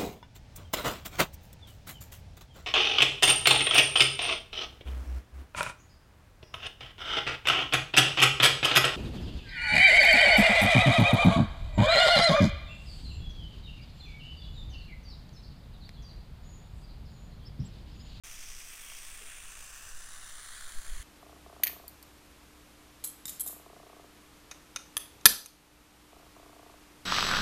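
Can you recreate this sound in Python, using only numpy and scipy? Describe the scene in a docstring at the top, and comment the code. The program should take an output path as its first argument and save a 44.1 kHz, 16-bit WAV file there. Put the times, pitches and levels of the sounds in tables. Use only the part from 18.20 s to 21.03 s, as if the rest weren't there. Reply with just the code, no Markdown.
"""One long, fluttering hiss from a bullsnake, mouth open, close to the microphone outdoors.
The jet of air flutters on the flap in front of its windpipe about sixty times a second and sounds the
resonances of the mouth, which shift as the head moves. A tiny tick and a faint, dull scuff pass under it.
A light breeze rumbles on the microphone, with deep buffets at the end."""
import sys
import numpy as np
from scipy import signal
from scipy.fft import rfft, irfft
from scipy.io import wavfile

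SR = 44100
rng = np.random.default_rng(int(sys.argv[2]) if len(sys.argv) > 2 else 0)


def wav_record(signal):
    """Record a signal, one row per channel, as 16-bit PCM in the file named by sys.argv[1]."""
    frames = np.transpose(np.atleast_2d(signal))
    bounded = np.clip(frames, -1, 1)
    # unit amplitude maps onto the largest positive 16-bit level
    quanta = np.round(bounded * 32767).astype(np.int16)
    wavfile.write(sys.argv[1], SR, quanta)


N = 124803

# Flutter of the flap: time_s, rate_hz
FLUTTER_RATE = [(0, 67), (.3, 61), (.55, 56), (.75, 60), (1.0, 67), (1.2, 57), (1.8, 64), (2.5, 67),
                (2.83, 57)]
# Moving resonances of the mouth, low to high: time_s, centre_hz, width_hz, level_db_per_hz
MOUTH_HOLLOW = [(0, 1720, 860, -92.5), (0.5, 1720, 860, -92), (1.2, 1670, 730, -89), (1.6, 1681, 630, -84),
                (2.1, 1650, 647, -85), (2.42, 1600, 427, -80), (2.6, 1600, 605, -86.5),
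                (2.83, 1770, 766, -84)]
MOUTH_RASP = [(0, 2430, 895, -85), (.35, 2470, 910, -89.5), (.6, 2470, 900, -85.5), (.95, 2500, 955, -86),
              (1.15, 2480, 915, -83.5), (1.35, 2600, 750, -88), (1.65, 2730, 380, -85),
              (1.8, 2848, 300, -92), (2.15, 3050, 300, -88), (2.5, 3050, 300, -100)]
MOUTH_BITE = [(0, 3170, 450, -87.5), (.5, 3250, 400, -89), (.72, 3200, 300, -83), (.95, 3393, 450, -92),
              (1.2, 3380, 500, -94), (1.55, 3500, 400, -99), (1.8, 3700, 330, -91.5),
              (2.07, 3730, 320, -85.5), (2.2, 3620, 800, -92), (2.35, 3450, 870, -84.5),
              (2.6, 3320, 800, -91.5), (2.83, 3140, 600, -84.5)]
MOUTH_KEEN = [(0, 4700, 500, -101), (1.3, 4700, 500, -108), (1.75, 4300, 500, -99), (2.15, 4200, 500, -92),
              (2.38, 4300, 480, -87), (2.6, 4320, 480, -90.5), (2.83, 4260, 480, -89.5)]
MOUTH_WHISTLE = [(0, 6230, 965, -84.5), (.35, 5920, 1050, -83), (.55, 6170, 1020, -87.5),
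                 (.77, 6060, 1010, -84.5), (1.05, 6360, 800, -92), (1.4, 6300, 450, -86.5),
                 (1.65, 6090, 385, -85.5), (2.15, 6070, 340, -87.5), (2.5, 6330, 360, -91),
                 (2.83, 6500, 500, -85)]
MOUTH_SIBILANCE = [(0, 7600, 1150, -92), (0.5, 8150, 900, -89), (0.8, 8230, 700, -86.5),
                   (1.15, 7400, 1190, -89.5), (1.65, 7700, 1600, -86.5), (2, 7300, 1150, -89.0),
                   (2.45, 7260, 754, -87), (2.83, 7170, 684, -88.5)]
MOUTH_SIZZLE = [(0, 9240, 1200, -89), (0.35, 8660, 1300, -89.5), (0.8, 9000, 1200, -85.5),
                (1.17, 9080, 1020, -85), (1.65, 9150, 1080, -92.5), (1.87, 9300, 1210, -88.5),
                (2.35, 9070, 1010, -84), (2.6, 9500, 1400, -88.5), (2.83, 9400, 1450, -87.5)]
MOUTH_EDGE = [(0, 10700, 600, -100), (.6, 10650, 650, -94), (1.0, 10700, 600, -102),
              (1.25, 11250, 450, -100), (1.55, 11400, 600, -98), (1.68, 10950, 650, -96),
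              (1.8, 10700, 650, -90.5), (2.05, 10400, 700, -91), (2.3, 10000, 550, -88),
              (2.5, 10300, 700, -93), (2.65, 11050, 650, -95), (2.83, 11150, 650, -93)]
MOUTH_AIR = [(0, 13740, 1160, -92), (0.35, 13400, 1130, -94), (0.65, 13900, 1500, -90),
             (1.25, 14040, 1180, -98.5), (1.6, 13980, 1350, -94), (1.85, 14300, 1550, -101.3),
             (2.4, 14200, 2330, -100.6), (2.83, 14900, 1520, -104.6)]
# Moving dips in the hiss, at times slight peaks: time_s, centre_hz, width_hz, gain_db
NOTCH_LOW = [(0, 2000, 300, 1), (1.1, 2100, 300, -1), (1.6, 2070, 280, -8), (2, 2350, 400, -6),
             (2.35, 2743, 365, -7.5), (2.83, 2800, 380, -3.5)]
NOTCH_MID = [(0, 4050, 400, 1), (.6, 4340, 400, -0.5), (.9, 4400, 500, 1.5), (1.22, 5000, 650, -6),
             (1.55, 5250, 400, 3), (2.05, 5300, 400, 0.5), (2.35, 5300, 500, -1.5), (2.83, 5300, 597, -6)]
NOTCH_HIGH = [(0, 12100, 700, 0), (.6, 12100, 700, -4), (.95, 11650, 700, -2), (1.25, 10900, 500, -4),
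              (1.5, 10800, 500, -3), (1.7, 11200, 500, -1), (1.95, 11600, 700, -4), (2.3, 11000, 700, -2),
              (2.5, 11800, 700, 2), (2.83, 12200, 700, -3)]
# Broad rush of the jet under the resonances: frequency_hz, level_db_per_hz
JET_SPECTRUM = [(150, -99.8), (450, -98.5), (1000, -100.1), (2500, -94), (4200, -97.5), (5000, -93.5),
                (8000, -99.7), (10800, -100.5), (12200, -105.5), (16000, -105.2)]
# Steady peaks and dips in the hiss: centre_hz, width_hz, gain_db
HISS_RIPPLE = [(680, 110, 3.2), (1140, 170, 3.8), (3050, 130, -2.6), (4060, 200, -1.6), (4770, 140, -2),
               (4980, 210, 2), (5320, 170, -2.8), (5560, 190, 2.4), (6540, 170, -2.8), (8290, 160, -2.4),
               (8580, 150, 2.4), (8820, 130, -1.6), (9720, 230, 1.5)]
# Faint echoes off the coils and the ground: delay_s, gain_db
NEAR_ECHOES = [(.00255, -43), (.0046, -21), (.0067, -45)]
# Rise and fall of the breeze on the microphone: time_s, level_db
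BREEZE_LEVEL = [(0, -46), (.35, -45.5), (.6, -51), (.9, -47), (1.1, -49), (1.4, -47.5), (1.9, -47.5),
                (2.3, -51), (2.55, -47), (2.7, -50), (2.83, -39)]
# Colour of its rumble: frequency_hz, relative_db
BREEZE_SPECTRUM = [(5, -3.5), (10, -3), (22, -10.5), (35, -17.5), (55, -25), (80, -27.5), (120, -34),
                   (200, -39.5), (500, -49.5)]
# Buffets on the microphone: peak_s, half_width_s, peak_db, roughness (0-1)
WIND_BUFFETS = [(2.455, 0.023, -37.5, 0), (2.582, 0.018, -26.5, 0.02), (2.703, .03, -32.5, 0.14),
                (2.728, 0.01, -26, 0.1), (2.765, 0.016, -33, 0.22), (2.803, 0.0058, -31.5, 0.3)]


def hiss(t):
    """The snake, close up: fluttering turbulence sounds through the moving resonances of the mouth."""
    jet = airflow(t) * rng.standard_normal(N) * np.sqrt(SR / 2)   # unit power per Hz
    hz, frame_s, frames = signal.stft(jet, SR, nperseg=1024)
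    hz = hz[:, None]
    power = from_db(at_hz(JET_SPECTRUM, hz)) ** 2
    for track in (MOUTH_HOLLOW, MOUTH_RASP, MOUTH_BITE, MOUTH_KEEN, MOUTH_WHISTLE,
                  MOUTH_SIBILANCE, MOUTH_SIZZLE, MOUTH_EDGE, MOUTH_AIR):
        centre_hz, width_hz, db = in_time(track, frame_s)
        power = power + from_db(db) ** 2 * resonance(hz, centre_hz, width_hz)
    notches = [in_time(track, frame_s) for track in (NOTCH_LOW, NOTCH_MID, NOTCH_HIGH)]
    colour_db = sum(db * resonance(hz, centre_hz, width_hz)
                    for centre_hz, width_hz, db in [*HISS_RIPPLE, *notches])
    shaped = frames * np.sqrt(power) * from_db(colour_db)
    return signal.istft(shaped, SR, nperseg=1024)[1][:N]


def airflow(t, swing_db=1, jitter=0.0734, squareness=2.7):
    """Strength of the jet: the flap opens and closes unevenly, and the air sputters past it."""
    rate_hz, = in_time(FLUTTER_RATE, t)
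    uneven_hz = rate_hz * (1 + jitter * drift(rate_hz=32))
    phase = 2 * np.pi * np.cumsum(uneven_hz) / SR
    flutter_db = swing_db * np.tanh(squareness * np.sin(phase))
    sputter_db = 1.72 * drift(rate_hz=320)
    waver_db = 0.21 * drift(rate_hz=7.6)
    return rms_one(from_db(flutter_db + sputter_db + waver_db))


def near_echoes(direct):
    """The coils and the ground send faint copies to the microphone just behind the direct sound."""
    return direct + sum(from_db(db) * np.pad(direct, (int(delay_s * SR), 0))[:N]
                        for delay_s, db in NEAR_ECHOES)


def breeze(t):
    """Slow eddies press on the microphone and make it rumble."""
    hz = np.fft.rfftfreq(N, 1 / SR)
    eddies = shaped_noise(from_db(at_hz(BREEZE_SPECTRUM, hz)))
    level_db, = in_time(BREEZE_LEVEL, t)
    return from_db(level_db) * rms_one(low_pass(eddies, edge_hz=480, order=2))


def buffets(t):
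    """Each buffet is one rounded push or pull on the microphone, roughened by small eddies."""
    pressure = np.zeros(N)
    for peak_s, half_width_s, peak_db, roughness in WIND_BUFFETS:
        swell = np.exp(-((t - peak_s) / half_width_s) ** 2)
        eddies = rms_one(low_pass(rng.standard_normal(N), edge_hz=62, order=4))
        push_or_pull = rng.choice([-1, 1])
        pressure += from_db(peak_db) * swell * (push_or_pull + roughness * eddies)
    return pressure


def puff(t, peak_s, half_width_s, peak_db, centre_hz, width_hz):
    """A small sound under the hiss: a short swell of noise in one resonance."""
    hz = np.fft.rfftfreq(N, 1 / SR)
    band = shaped_noise(np.sqrt(resonance(hz, centre_hz, width_hz)))
    swell = np.exp(-2 * ((t - peak_s) / half_width_s) ** 2)
    return from_db(peak_db) * swell * rms_one(band)


def resonance(hz, centre_hz, width_hz):
    """Power response of a resonance applied twice; the width is taken at half power."""
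    return (1 + (np.sqrt(2) - 1) * (2 * (hz - centre_hz) / width_hz) ** 2) ** -2


def drift(rate_hz):
    """A smooth random wander of rms 1 that changes at about the given rate."""
    pole = np.exp(-2 * np.pi * rate_hz / SR)
    wander = signal.lfilter([1], [1, -2 * pole, pole * pole], rng.standard_normal(N + SR))
    return rms_one(wander[SR:])


def shaped_noise(gain):
    """White noise with a gain at each frequency."""
    return irfft(rfft(rng.standard_normal(N)) * gain, N)


def low_pass(x, edge_hz, order):
    """A Butterworth low-pass."""
    return signal.sosfilt(signal.butter(order, edge_hz, fs=SR, output="sos"), x)


def in_time(rows, t):
    """The columns of a table at the times t."""
    time_s, *columns = np.transpose(rows)
    return [np.interp(t, time_s, column) for column in columns]


def at_hz(points, hz):
    """A spectrum in dB, read on a log-frequency axis."""
    point_hz, db = np.transpose(points)
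    return np.interp(np.log(np.maximum(hz, 1)), np.log(point_hz), db)


def from_db(db):
    """Decibels to gain."""
    return 10 ** (np.asarray(db) / 20)


def rms_one(x):
    """The same signal at rms 1."""
    return x / np.sqrt(np.mean(x ** 2) + 1e-20)


def scene():
    """One microphone in the open: the snake in front, wind, a scuff and a tick underneath."""
    t = np.arange(N) / SR
    snake = near_echoes(hiss(t))
    wind = breeze(t) + buffets(t)
    # The scuff is perhaps the coils, the tick perhaps spit.
    scuff = puff(t, peak_s=1.03, half_width_s=0.038, peak_db=-63.5, centre_hz=430, width_hz=89)
    tick = puff(t, peak_s=0.721, half_width_s=0.003, peak_db=-48.5, centre_hz=1420, width_hz=860)
    return (snake + wind + scuff + tick)[None]


def record(dry):
    """The sound starts after a moment of silence; the highest treble is cut steeply."""
    start_s, cutoff_hz = 0.036, 15800
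    live = np.arange(N) / SR >= start_s
    treble_cut = signal.ellip(12, .1, 80, cutoff_hz, fs=SR, output="sos")
    return signal.sosfilt(treble_cut, dry * live)


dry = scene()
out = record(dry)
wav_record(out)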